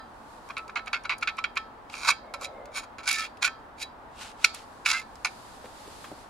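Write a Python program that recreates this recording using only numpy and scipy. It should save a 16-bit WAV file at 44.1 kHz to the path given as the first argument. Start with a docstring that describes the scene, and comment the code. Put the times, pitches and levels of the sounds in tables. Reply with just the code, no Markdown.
"""Stick-slip friction on a rusty gas cylinder

Outdoors, gloved hands rock a loose metal collar around the valve of a steel cylinder, then drag it round
in longer scrapes. Rust grates in tiny slips that excite the hand-damped collar and, faintly, the shell;
now and then the collar catches and snaps free. At the end the worker steps back with
rustling clothes. Behind it all lies a soft distant rush in which something moans once."""
import sys
import numpy as np
from scipy import signal
from scipy.fft import rfft, irfft, next_fast_len
from scipy.io import wavfile
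from scipy.ndimage import map_coordinates

SR = 44100
rng = np.random.default_rng(int(sys.argv[2]) if len(sys.argv) > 2 else 0)


def pcm_store(signal):
    """Save signal as 16-bit PCM."""
    levels = np.round(np.clip(np.atleast_2d(signal), -1, 1) * 32767)
    wavfile.write(sys.argv[1], SR, levels.astype(np.int16).T)


N = 277642

# spectrum of the distant rush: (frequency [Hz], gain [dB])
AIR_SPECTRUM = [(13, -35), (22, -5.5), (49, -2), (192, -11.5), (227, -3.5), (342, -8), (371, -8.5),
                (650, -5), (860, 0), (1240, -6), (1680, -12), (2150, -19.5), (4040, -31), (6440, -43),
                (9200, -49), (15500, -46.5)]
# left-right likeness of the rush: (frequency [Hz], coherence [ratio])
AIR_COHERENCE = [(30, 0.56), (100, 0.81), (400, 0.83), (900, 0.22), (2500, 0.043), (9000, 0.38)]
# thin tones above the moan: (starting frequency [Hz], level relative to the moan [dB])
MOAN_PARTIALS = [(2190, -17), (3720, -29)]
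# steps and flaps of clothing: (time [s], relative level [dB], frequency [Hz], bandwidth [Hz], t60 [s])
BUMPS = [(5.642, -36.5, 376, 480, 0.11), (5.655, -46, 1800, 2000, .06), (5.875, -36.5, 447, 600, 0.035),
         (6.042, -36.5, 1100, 1650, 0.077), (6.116, -30.5, 313, 259, 0.051)]
# sleeves and trousers rubbing: (peak time [s], half length [s], level [dB])
BODY_MOVES = [(.35, 0.23, -62), (4.68, 0.29, -60.5), (5.412, 0.23, -55.5), (5.963, 0.28, -50.5)]
# spectrum of rustling cloth: (frequency [Hz], gain [dB])
FABRIC_SPECTRUM = [(500, 6), (1500, -1.5), (3000, 0), (4500, 2), (5800, -3), (7200, -2.5), (10000, -5),
                   (13000, -12.5), (16000, -34)]
# gloves sliding over paint and rust: (start [s], rise [s], fall [s], level [dB])
GLOVE_RUBS = [(1.870, 0.062, 0.1, -45.5), (4.110, .110, 0.099, -39.5), (4.340, 0.096, 0.04, -43),
              (4.525, 0.018, 0.091, -44)]
# spectrum of glove friction: (frequency [Hz], gain [dB])
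GLOVE_SPECTRUM = [(400, -14), (1300, 2), (1900, -2.5), (2700, 1.5), (4500, -2), (5700, -6), (7200, -5.5),
                  (10000, -11.5), (13000, -22.5), (16000, -36)]
# echo spectrum, short wavelengths scattering most: (frequency [Hz], gain [dB])
ECHO_SPECTRUM = [(1000, -6.5), (2400, -6.5), (4500, -4), (9000, -2.5)]
# decay of the shell's dense weak modes: (frequency [Hz], t60 [s])
HAZE_DECAY = [(500, .08), (1300, 0.23), (2400, 0.23), (3000, 0.21), (4600, 0.41), (5600, 0.26),
              (9000, 0.17), (15000, .06)]
# the collar is turned back and swells into its stop: (stop time [s], relative level [dB])
RETURN_TURNS = [(.506, -35.5), (.697, -41), (.878, -30.5), (1.054, -29), (1.229, -21.5), (1.387, -25),
                (1.574, -18.5)]
# the collar is pushed on, breaks free and grates to rest:
# (time [s], relative level [dB], fall [s], low emphasis [dB], sharpness [dB])
BREAKAWAYS = [(.567, -28.5, 0.026, 4, -18.5), (.756, -26.5, 0.038, 7, -17), (.930, -21.5, .038, 3.5, -15),
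              (1.094, -22, 0.04, 2, -17), (1.273, -20, 0.023, -2.5, -16.5), (1.440, -20.5, 0.012, 2, -19.5),
              (1.939, -31, 0.0055, 5, -22), (2.338, -33, 0.011, 13.5, -2), (2.411, -44.5, 0.026, 16, 6),
              (2.983, -40, .03, 9, -6), (4.444, -11.5, 0.0057, -7, -2), (5.247, -22.5, 0.025, 3.5, -4)]
# flakes of rust breaking off: (time [s], relative level [dB], sharpness [dB])
FLAKES = [(.58, -46, 12.5), (.770, -26, -8), (.870, -28.5, -16), (1.182, -56, 22), (1.898, -39, 0),
          (2.108, -27, 7), (2.656, -49, 8.5), (3.088, -19, 6.5), (3.1123, -17.5, 4), (3.128, -26.5, 12.5),
          (3.371, -46.5, 2), (4.447, -17, 4), (4.546, -39.5, 15.5), (4.860, -18, -9), (4.996, -41, 11),
          (5.155, -46.5, 7.5)]
# light slides that swell and stop: (peak time [s], relative level [dB], fall [s], low emphasis [dB])
LIGHT_SLIDES = [(2.449, -32, 0.0091, -7), (2.773, -30.5, 0.027, 3.5), (2.836, -48, 0.014, 8.5),
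                (3.826, -31, 0.01, -13)]
# long scrapes, one curve each: (time [s], relative level [dB], treble emphasis [dB], low emphasis [dB])
LONG_SCRAPES = [
    [(1.95, -45.5, -4, -12), (2.014, -42.5, -3.5, -3), (2.058, -32, -6, 3.5), (2.066, -37.5, -3, -0.5),
     (2.088, -19, -6, 0), (2.11, -24.5, -6.5, -10.5), (2.122, -29.5, -20, -5), (2.15, -53, -7, -1)],
    [(3.03, -45, -11, -3), (3.056, -48, -4.5, -2), (3.076, -26.5, -3, -6.5), (3.128, -28, -14, -20),
     (3.146, -33, -4.5, -23), (3.206, -31.5, -7, -14.5), (3.262, -36, -12.5, -13), (3.29, -58, -14, -12)],
    [(3.41, -62, -4, 3), (3.426, -23.5, -12, -6.5), (3.46, -21, -8.5, -10.5), (3.505, -41.5, -29, -2)],
    [(4.848, -42, -13, -16), (4.862, -18, -13.5, -14), (4.874, -23.5, -8.5, -6), (4.902, -23.5, -6, -9.5),
     (4.954, -29.5, -10.5, -4), (4.992, -36, -9, -14), (5.04, -56, -9, -3)],
]
# brief tones of the collar (squeaks in the scrapes, a scrape's low note, the loudest snap's short ring):
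# (peak time [s], rise and fall each [s], frequency [Hz], level [dB])
COLLAR_TONES = [(2.089, .012, 926, -25.5), (2.091, .018, 1130, -24.5), (2.108, 0.018, 2370, -26.5),
                (3.082, .02, 1500, -33), (3.113, .04, 2234, -28), (3.175, 0.062, 1776, -37),
                (3.198, .045, 1305, -35), (3.45, .025, 1470, -32.5), (4.446, .004, 1450, -27),
                (4.446, 0.0037, 2500, -21), (4.446, .004, 5750, -21), (4.948, 0.026, 1600, -34),
                (4.952, 0.052, 2080, -31.5), (4.962, 0.036, 2630, -38)]
# force spectrum of a slip on rust: (frequency [Hz], gain [dB])
SLIP_SPECTRUM = [(60, -13), (300, -22), (700, 8.5), (1200, -1.5), (10500, -0.5), (13000, 4), (16000, -36)]
# modes of the collar damped by the gloves: (frequency [Hz], bandwidth [Hz], relative gain [dB])
DAMPED_COLLAR_MODES = [(1139, 337, -8.5), (1423, 232, -1.5), (2253, 219, 1.5), (2558, 276, 1.5),
                       (3257, 146, -10), (3914, 446, -6), (4850, 560, -8.5), (5614, 427, -10),
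                       (6930, 720, -13.5), (9690, 1500, -21.5)]
# modes of the collar where the gloves lift off it: (frequency [Hz], relative energy [dB], t60 [s])
FREE_COLLAR_MODES = [(2222, -14, 0.11), (2520, -24, 0.12), (2614, -11.5, 0.05), (3280, -19, 0.12),
                     (3980, -14.5, 0.11), (5600, -26, 0.047), (7220, -25, 0.033)]
# modes of the cylinder's shell: (frequency [Hz], relative energy [dB], t60 [s])
SHELL_MODES = [(1309, -14, 0.37), (1560, -24, 0.23), (1740, -30, 0.59), (1788, -19, 0.14), (3210, -30, 0.4),
               (3610, -32, .3), (3990, -33, 0.15), (3990, -31, 0.29), (4280, -42, .33), (4440, -38, .33),
               (4750, -31, 0.33), (4800, -33.5, 0.27), (4970, -35, 0.33), (6650, -45, .2)]
# stereo level difference of the valve's sound: (frequency [Hz], left minus right [dB])
LEVEL_DIFFERENCE = [(800, 0), (1150, -2), (1500, 0), (1900, -3), (2600, -4), (3900, -2.5), (4600, -3.5),
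                    (7200, -2.5), (7900, -4), (9400, 16.5), (10500, -9), (15000, 5)]
# stereo phase difference of the valve's sound: (frequency [Hz], left lead [rad])
PHASE_DIFFERENCE = [(1400, 0), (4500, 0.7), (7000, 0.77), (9500, 2.4), (11000, -2), (13000, -2.5)]


def amp(db):
    """Amplitude grows tenfold for every 20 dB."""
    return 10 ** (np.asarray(db) / 20)


def unit(x):
    """Normalisation to an rms of 1."""
    return x / np.sqrt(np.mean(x ** 2) + 1e-20)


def along(points, hz):
    """Interpolation of (frequency, value) points on a logarithmic frequency axis."""
    frequencies, values = np.transpose(points)
    return np.interp(np.log(hz + 1), np.log(frequencies), values)


def wobble(rate, size):
    """Random modulation: a smooth curve with `rate` knots a second."""
    knots = rng.standard_normal(int(size * rate / SR) + 4)
    return map_coordinates(knots, [np.arange(size) * rate / SR])


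def filtered(x, response):
    """Linear filtering: the spectrum of x is multiplied by a complex frequency response."""
    size = x.shape[-1]
    padded = next_fast_len(size + 1024, real=True)
    return irfft(rfft(x, padded) * response(np.fft.rfftfreq(padded, 1 / SR)), padded)[..., :size]


def below(x, hz, order=8):
    """Zero-phase low-pass filtering keeps the part of x under a frequency."""
    return filtered(x, lambda f: 1 / (1 + (f / hz) ** order))


def resonance(f, hz, width):
    """Forced response of one damped mode, with gain 1 at its centre."""
    return 1j * f * width / (hz * hz - f * f + 1j * f * width)


def add(track, start, x):
    """Superposition: x joins the track at a start time in seconds."""
    part = track[..., max(round(start * SR), 0):][..., :x.shape[-1]]
    part += x[..., :part.shape[-1]]


def swell(t, rise, fall, swell_db, sag_db, release):
    """Exponential growth and decay: an envelope that builds, sags and dies away."""
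    return amp(np.interp(t, np.cumsum([0, rise, fall, release]), [-swell_db, 0, -sag_db, -80]))


def stereo_noise(spectrum, coherence):
    """Partial coherence: independent mid and side noises mix to a given left-right likeness."""
    def response(hz):
        angle = np.arccos(np.clip(along(coherence, hz), -1, 1)) / 2
        return amp(along(spectrum, hz)) * [np.cos(angle), np.sin(angle)]
    mid, side = filtered(rng.standard_normal((2, N)), response)
    return unit(np.array([mid + side, mid - side]))


def distant_rush(level_db=-47.5):
    """Ambient noise: a nearly steady rush, weighted to low frequencies."""
    return amp(level_db + 0.14 * wobble(5.09, N)) * stereo_noise(AIR_SPECTRUM, AIR_COHERENCE)


def distant_moan(start=2.23, level_db=-45, centre_hz=584, width_hz=250, sag_per_s=0.1):
    """Narrow-band noise swells and fades as a hollow, far-off moan; two thin tones sink above it."""
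    track, t = np.zeros((2, N)), np.arange(SR) / SR
    noise = rng.standard_normal(len(t)) + 0.5 * rng.standard_normal((2, len(t)))
    moan = unit(filtered(noise, lambda f: resonance(f, centre_hz, width_hz) ** 2))
    for hz, db in MOAN_PARTIALS:
        pitch = hz * (1 - sag_per_s * t + 0.025 * wobble(300, len(t)))
        tone = np.sin(2 * np.pi * np.cumsum(pitch) / SR)
        moan += amp(db) * unit(tone * amp(3.2 * wobble(49, len(t))))
    envelope = swell(t, rise=0.43, fall=0.053, swell_db=6, sag_db=5, release=0.82)
    add(track, start, amp(level_db) * envelope * moan)
    return track


def worker(still_db=-69.5):
    """Cloth friction rustles with each move; boots and flaps of cloth give heavily damped impacts."""
    bumps, t = np.zeros((2, N)), np.arange(SR // 8) / SR
    attack = 1 - np.exp(-t / 0.00062)
    for start, db, hz, width, t60 in BUMPS:
        colour = lambda f: resonance(f, hz, width) ** 2 + 0.23 * resonance(f, hz, width)
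        puff = unit(filtered(rng.standard_normal(len(t)), colour))
        add(bumps, start, amp(db + 0.5 - 60 * t / t60) * attack * puff)
    clock = np.arange(N) / SR
    motion = sum(amp(db) * np.exp(-((clock - peak) / half) ** 2) for peak, half, db in BODY_MOVES)
    flutter = amp(1.3 * wobble(18, N))
    rustle = stereo_noise(FABRIC_SPECTRUM, coherence=[(1000, 0.2), (8000, 0.045)])
    return bumps + (amp(still_db) + motion) * flutter * rustle


def gloves():
    """Sliding friction of rubber-coated fabric gives short, grainy hisses."""
    envelope, t = np.zeros(N), np.arange(SR // 2) / SR
    for start, rise, fall, db in GLOVE_RUBS:
        add(envelope, start, amp(db) * swell(t, rise, fall, swell_db=32.5, sag_db=13.5, release=0.09))
    grain = amp(1.5 * wobble(600, N))
    return envelope * grain * stereo_noise(GLOVE_SPECTRUM, coherence=[(1500, 0.87), (9000, 0.16)])


def scatter(x, t60):
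    """Scattering from arms, cylinder and ground adds brief echoes, different left and right."""
    t = np.arange(SR // 16) / SR
    echoes = rng.standard_normal((2, len(t))) * amp(-60 * t / t60) * (t > 0.0005)
    echoes = filtered(echoes / np.linalg.norm(echoes[0]), lambda hz: amp(along(ECHO_SPECTRUM, hz)))
    return x + signal.fftconvolve(x[None], echoes, axes=1)[:, :len(x)]


def shell_haze(x, wet_db):
    """Modal overlap: the shell's many weak modes merge into a noisy tail behind each contact."""
    hz, t, spectra = signal.stft(rng.standard_normal((2, SR // 5)), SR, nperseg=256)
    decay = amp(-60 * t / along(HAZE_DECAY, hz)[:, None])
    _, tail = signal.istft(spectra * decay, SR, nperseg=256)
    response = amp(wet_db) * tail / np.linalg.norm(tail[0])
    response[:, 0] += 1  # the contact itself
    return signal.fftconvolve(x, response, axes=1)


def ring(modes):
    """Free vibration: after an impulse, a steel part rings as a sum of decaying sinusoids."""
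    t = np.arange(SR // 2) / SR
    waves = [(db, np.cos(2 * np.pi * hz * t) * amp(-60 * t / t60)) for hz, db, t60 in modes]
    return sum(amp(db) * wave / np.linalg.norm(wave) for db, wave in waves)


def contact(force, low_db, sharp_db):
    """Contact stiffness: a broad, soft contact favours the low resonance, a hard edge the treble."""
    # (frequency [Hz], gain [dB])
    tilt = [(500, low_db * 0.94), (1050, low_db * 1.21), (1500, low_db * 0.79), (2000, 0.013),
            (2800, 0.0092), (4300, sharp_db * 0.45), (7000, sharp_db), (12000, sharp_db * 1.42)]
    return filtered(force, lambda hz: amp(along(tilt, hz)))


def grit(size, slips_per_s=1500, spread_db=3.5, dust=0.39, judder_db=1.42, judder_rate=301.7):
    """Stick-slip force on rust: random slips of uneven size over fine dust, as the collar judders."""
    slipping = rng.random(size) < slips_per_s / SR
    strengths = amp(spread_db * np.clip(rng.standard_normal(size), -2, 2))
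    slips = unit(slipping * strengths * rng.choice([-1, 1], size))
    spray = slips + dust * rng.standard_normal(size)
    return unit(spray * amp(judder_db * wobble(judder_rate, size)))


def grating(rise, fall, db, low_db, sharp_db):
    """Friction noise takes its energy from the push, which swells, sags and stops."""
    t = np.arange(SR // 4) / SR
    push = swell(t, rise, fall, swell_db=35, sag_db=12, release=0.058)
    slips = push * grit(len(t))
    stroke = amp(db) * np.linalg.norm(push) * slips / np.linalg.norm(slips)
    return shell_haze(scatter(contact(stroke, low_db, sharp_db), t60=0.018), wet_db=-23)


def snapping(db, sharp_db, crumble=0.24, t60=0.025, gain_db=18, low_db=-4):
    """Impulsive excitation: one sharp kick with a moment of crumbling rust."""
    t = np.arange(SR // 25) / SR
    kick = crumble * rng.standard_normal(len(t)) * amp(-60 * t / t60)
    kick[SR // 2000] += 1
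    snap = contact(amp(db + gain_db) * kick / np.linalg.norm(kick), low_db, sharp_db)
    return shell_haze(scatter(snap, t60=0.013), wet_db=-15.5)


def rocking(turn_rise=0.018, turn_fall=0.0074, catch_rise=0.002014, firm_db=-17.5, dulling=0.67):
    """Static friction yields: turned back, the collar grates and knocks; pushed on, snaps and grates."""
    force = np.zeros((2, N))
    for stop, db in RETURN_TURNS:
        start = stop - turn_rise
        low_db = dulling * (firm_db - db)  # a lighter push sounds duller
        add(force, start, snapping(db=-46.5, sharp_db=7.5))  # rust cracks as the turn starts
        add(force, start, grating(turn_rise, turn_fall, db, low_db, sharp_db=-16.5))
        add(force, stop, snapping(db - 4, sharp_db=-4))  # the knock at the stop
    for start, db, fall, low_db, sharp_db in BREAKAWAYS:
        add(force, start, snapping(db + 1, sharp_db + 6))
        add(force, start - catch_rise / 2, grating(catch_rise, fall, db, low_db, sharp_db))
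    for start, db, sharp_db in FLAKES:
        add(force, start, snapping(db, sharp_db))
    return force


def scraping(low_hz=1660, treble_hz=3630, slide_rise=0.056, release=0.024):
    """Sliding friction changes colour as the dragged collar's contact moves between face and edge."""
    force = np.zeros((2, N))
    for peak, db, fall, low_db in LIGHT_SLIDES:
        add(force, peak - slide_rise, grating(slide_rise, fall, db, low_db, sharp_db=3.5))
    for curve in LONG_SCRAPES:
        times, *columns = np.transpose(curve)
        t = np.arange(times[0], times[-1], 1 / SR)
        level_db, edge_db, face_db = [np.interp(t, times, column) for column in columns]
        slips = grit(SR // 2, slips_per_s=1000, spread_db=4, judder_db=1.64, judder_rate=280)[:len(t)]
        low, treble = below(slips, low_hz), slips - below(slips, treble_hz)
        middle = slips - low - treble
        drag = amp(8 + face_db) * low + amp(-1.5) * middle + amp(7.5 + edge_db) * treble
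        taper = np.clip((times[-1] - t) / release, 0, 1)  # the hand comes to rest
        add(force, times[0], shell_haze(scatter(amp(level_db) * taper * drag, t60=0.02), wet_db=-22.5))
    return force


def collar_tones(waver=0.012, waver_rate=270, rough_db=1.5):
    """Frequency and amplitude modulation: the collar's brief tones waver in pitch and strength."""
    track, t = np.zeros(N), np.arange(SR // 4) / SR
    for peak, rise, hz, db in COLLAR_TONES:
        pitch = hz * (1 + waver * wobble(waver_rate, len(t)))
        phase = 2 * np.pi * np.cumsum(pitch) / SR
        tone = unit(np.sin(phase) * amp(rough_db * wobble(177, len(t))))
        envelope = swell(t, rise, fall=rise, swell_db=12.5, sag_db=7, release=0.041)
        add(track, peak - rise, amp(db) * envelope * tone)
    return track


def damped_collar(force, gain_db=13.5):
    """Damping by the gloves broadens the collar's modes, which filter the force of the slips."""
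    def response(f):
        modes = sum((-1) ** k * amp(db) * resonance(f, hz, width)
                    for k, (hz, width, db) in enumerate(DAMPED_COLLAR_MODES))
        return amp(along(SLIP_SPECTRUM, f)) * modes
    return amp(gain_db) * filtered(force, response)


def valve_direction(hz):
    """Differences of level and phase between left and right place the valve in space."""
    sides = np.array([[0.5], [-0.5]])
    gain = amp(sides * along(LEVEL_DIFFERENCE, hz))
    return gain * np.exp(1j * sides * along(PHASE_DIFFERENCE, hz))


def valve(ping_time=3.827, ping_hz=3930, ping_db=-9, ping_t60=0.12):
    """Forced vibration: slips and snaps drive the collar and the shell under it."""
    turns, scrapes = rocking(), scraping()
    metal = damped_collar(turns + scrapes)
    # the gloves grip harder for a turn than for a scrape, leaving less free ring
    for modes, turn_db, scrape_db in ((SHELL_MODES, -3, -2), (FREE_COLLAR_MODES, -7.5, -5.5)):
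        drive = amp(turn_db) * turns + amp(scrape_db) * scrapes
        metal += signal.fftconvolve(drive, ring(modes)[None], axes=1)[:, :N]
    metal += collar_tones()
    add(metal, 0, amp(-4.5) * ring(SHELL_MODES))  # the shell still rings from earlier handling
    add(metal, ping_time, ring([(ping_hz, ping_db, ping_t60)]))  # a glove flicks the collar's rim
    return filtered(metal, valve_direction)


def scene():
    """Superposition of the valve and hands up close, the worker, and the open air behind."""
    return valve() + gloves() + worker() + distant_rush() + distant_moan()


def record(dry, top_hz=15850):
    """Hard limiting at full scale, followed by a sharp band limit."""
    return filtered(np.clip(dry, -1, 1), lambda hz: hz < top_hz)


dry = scene()
out = record(dry)
pcm_store(out)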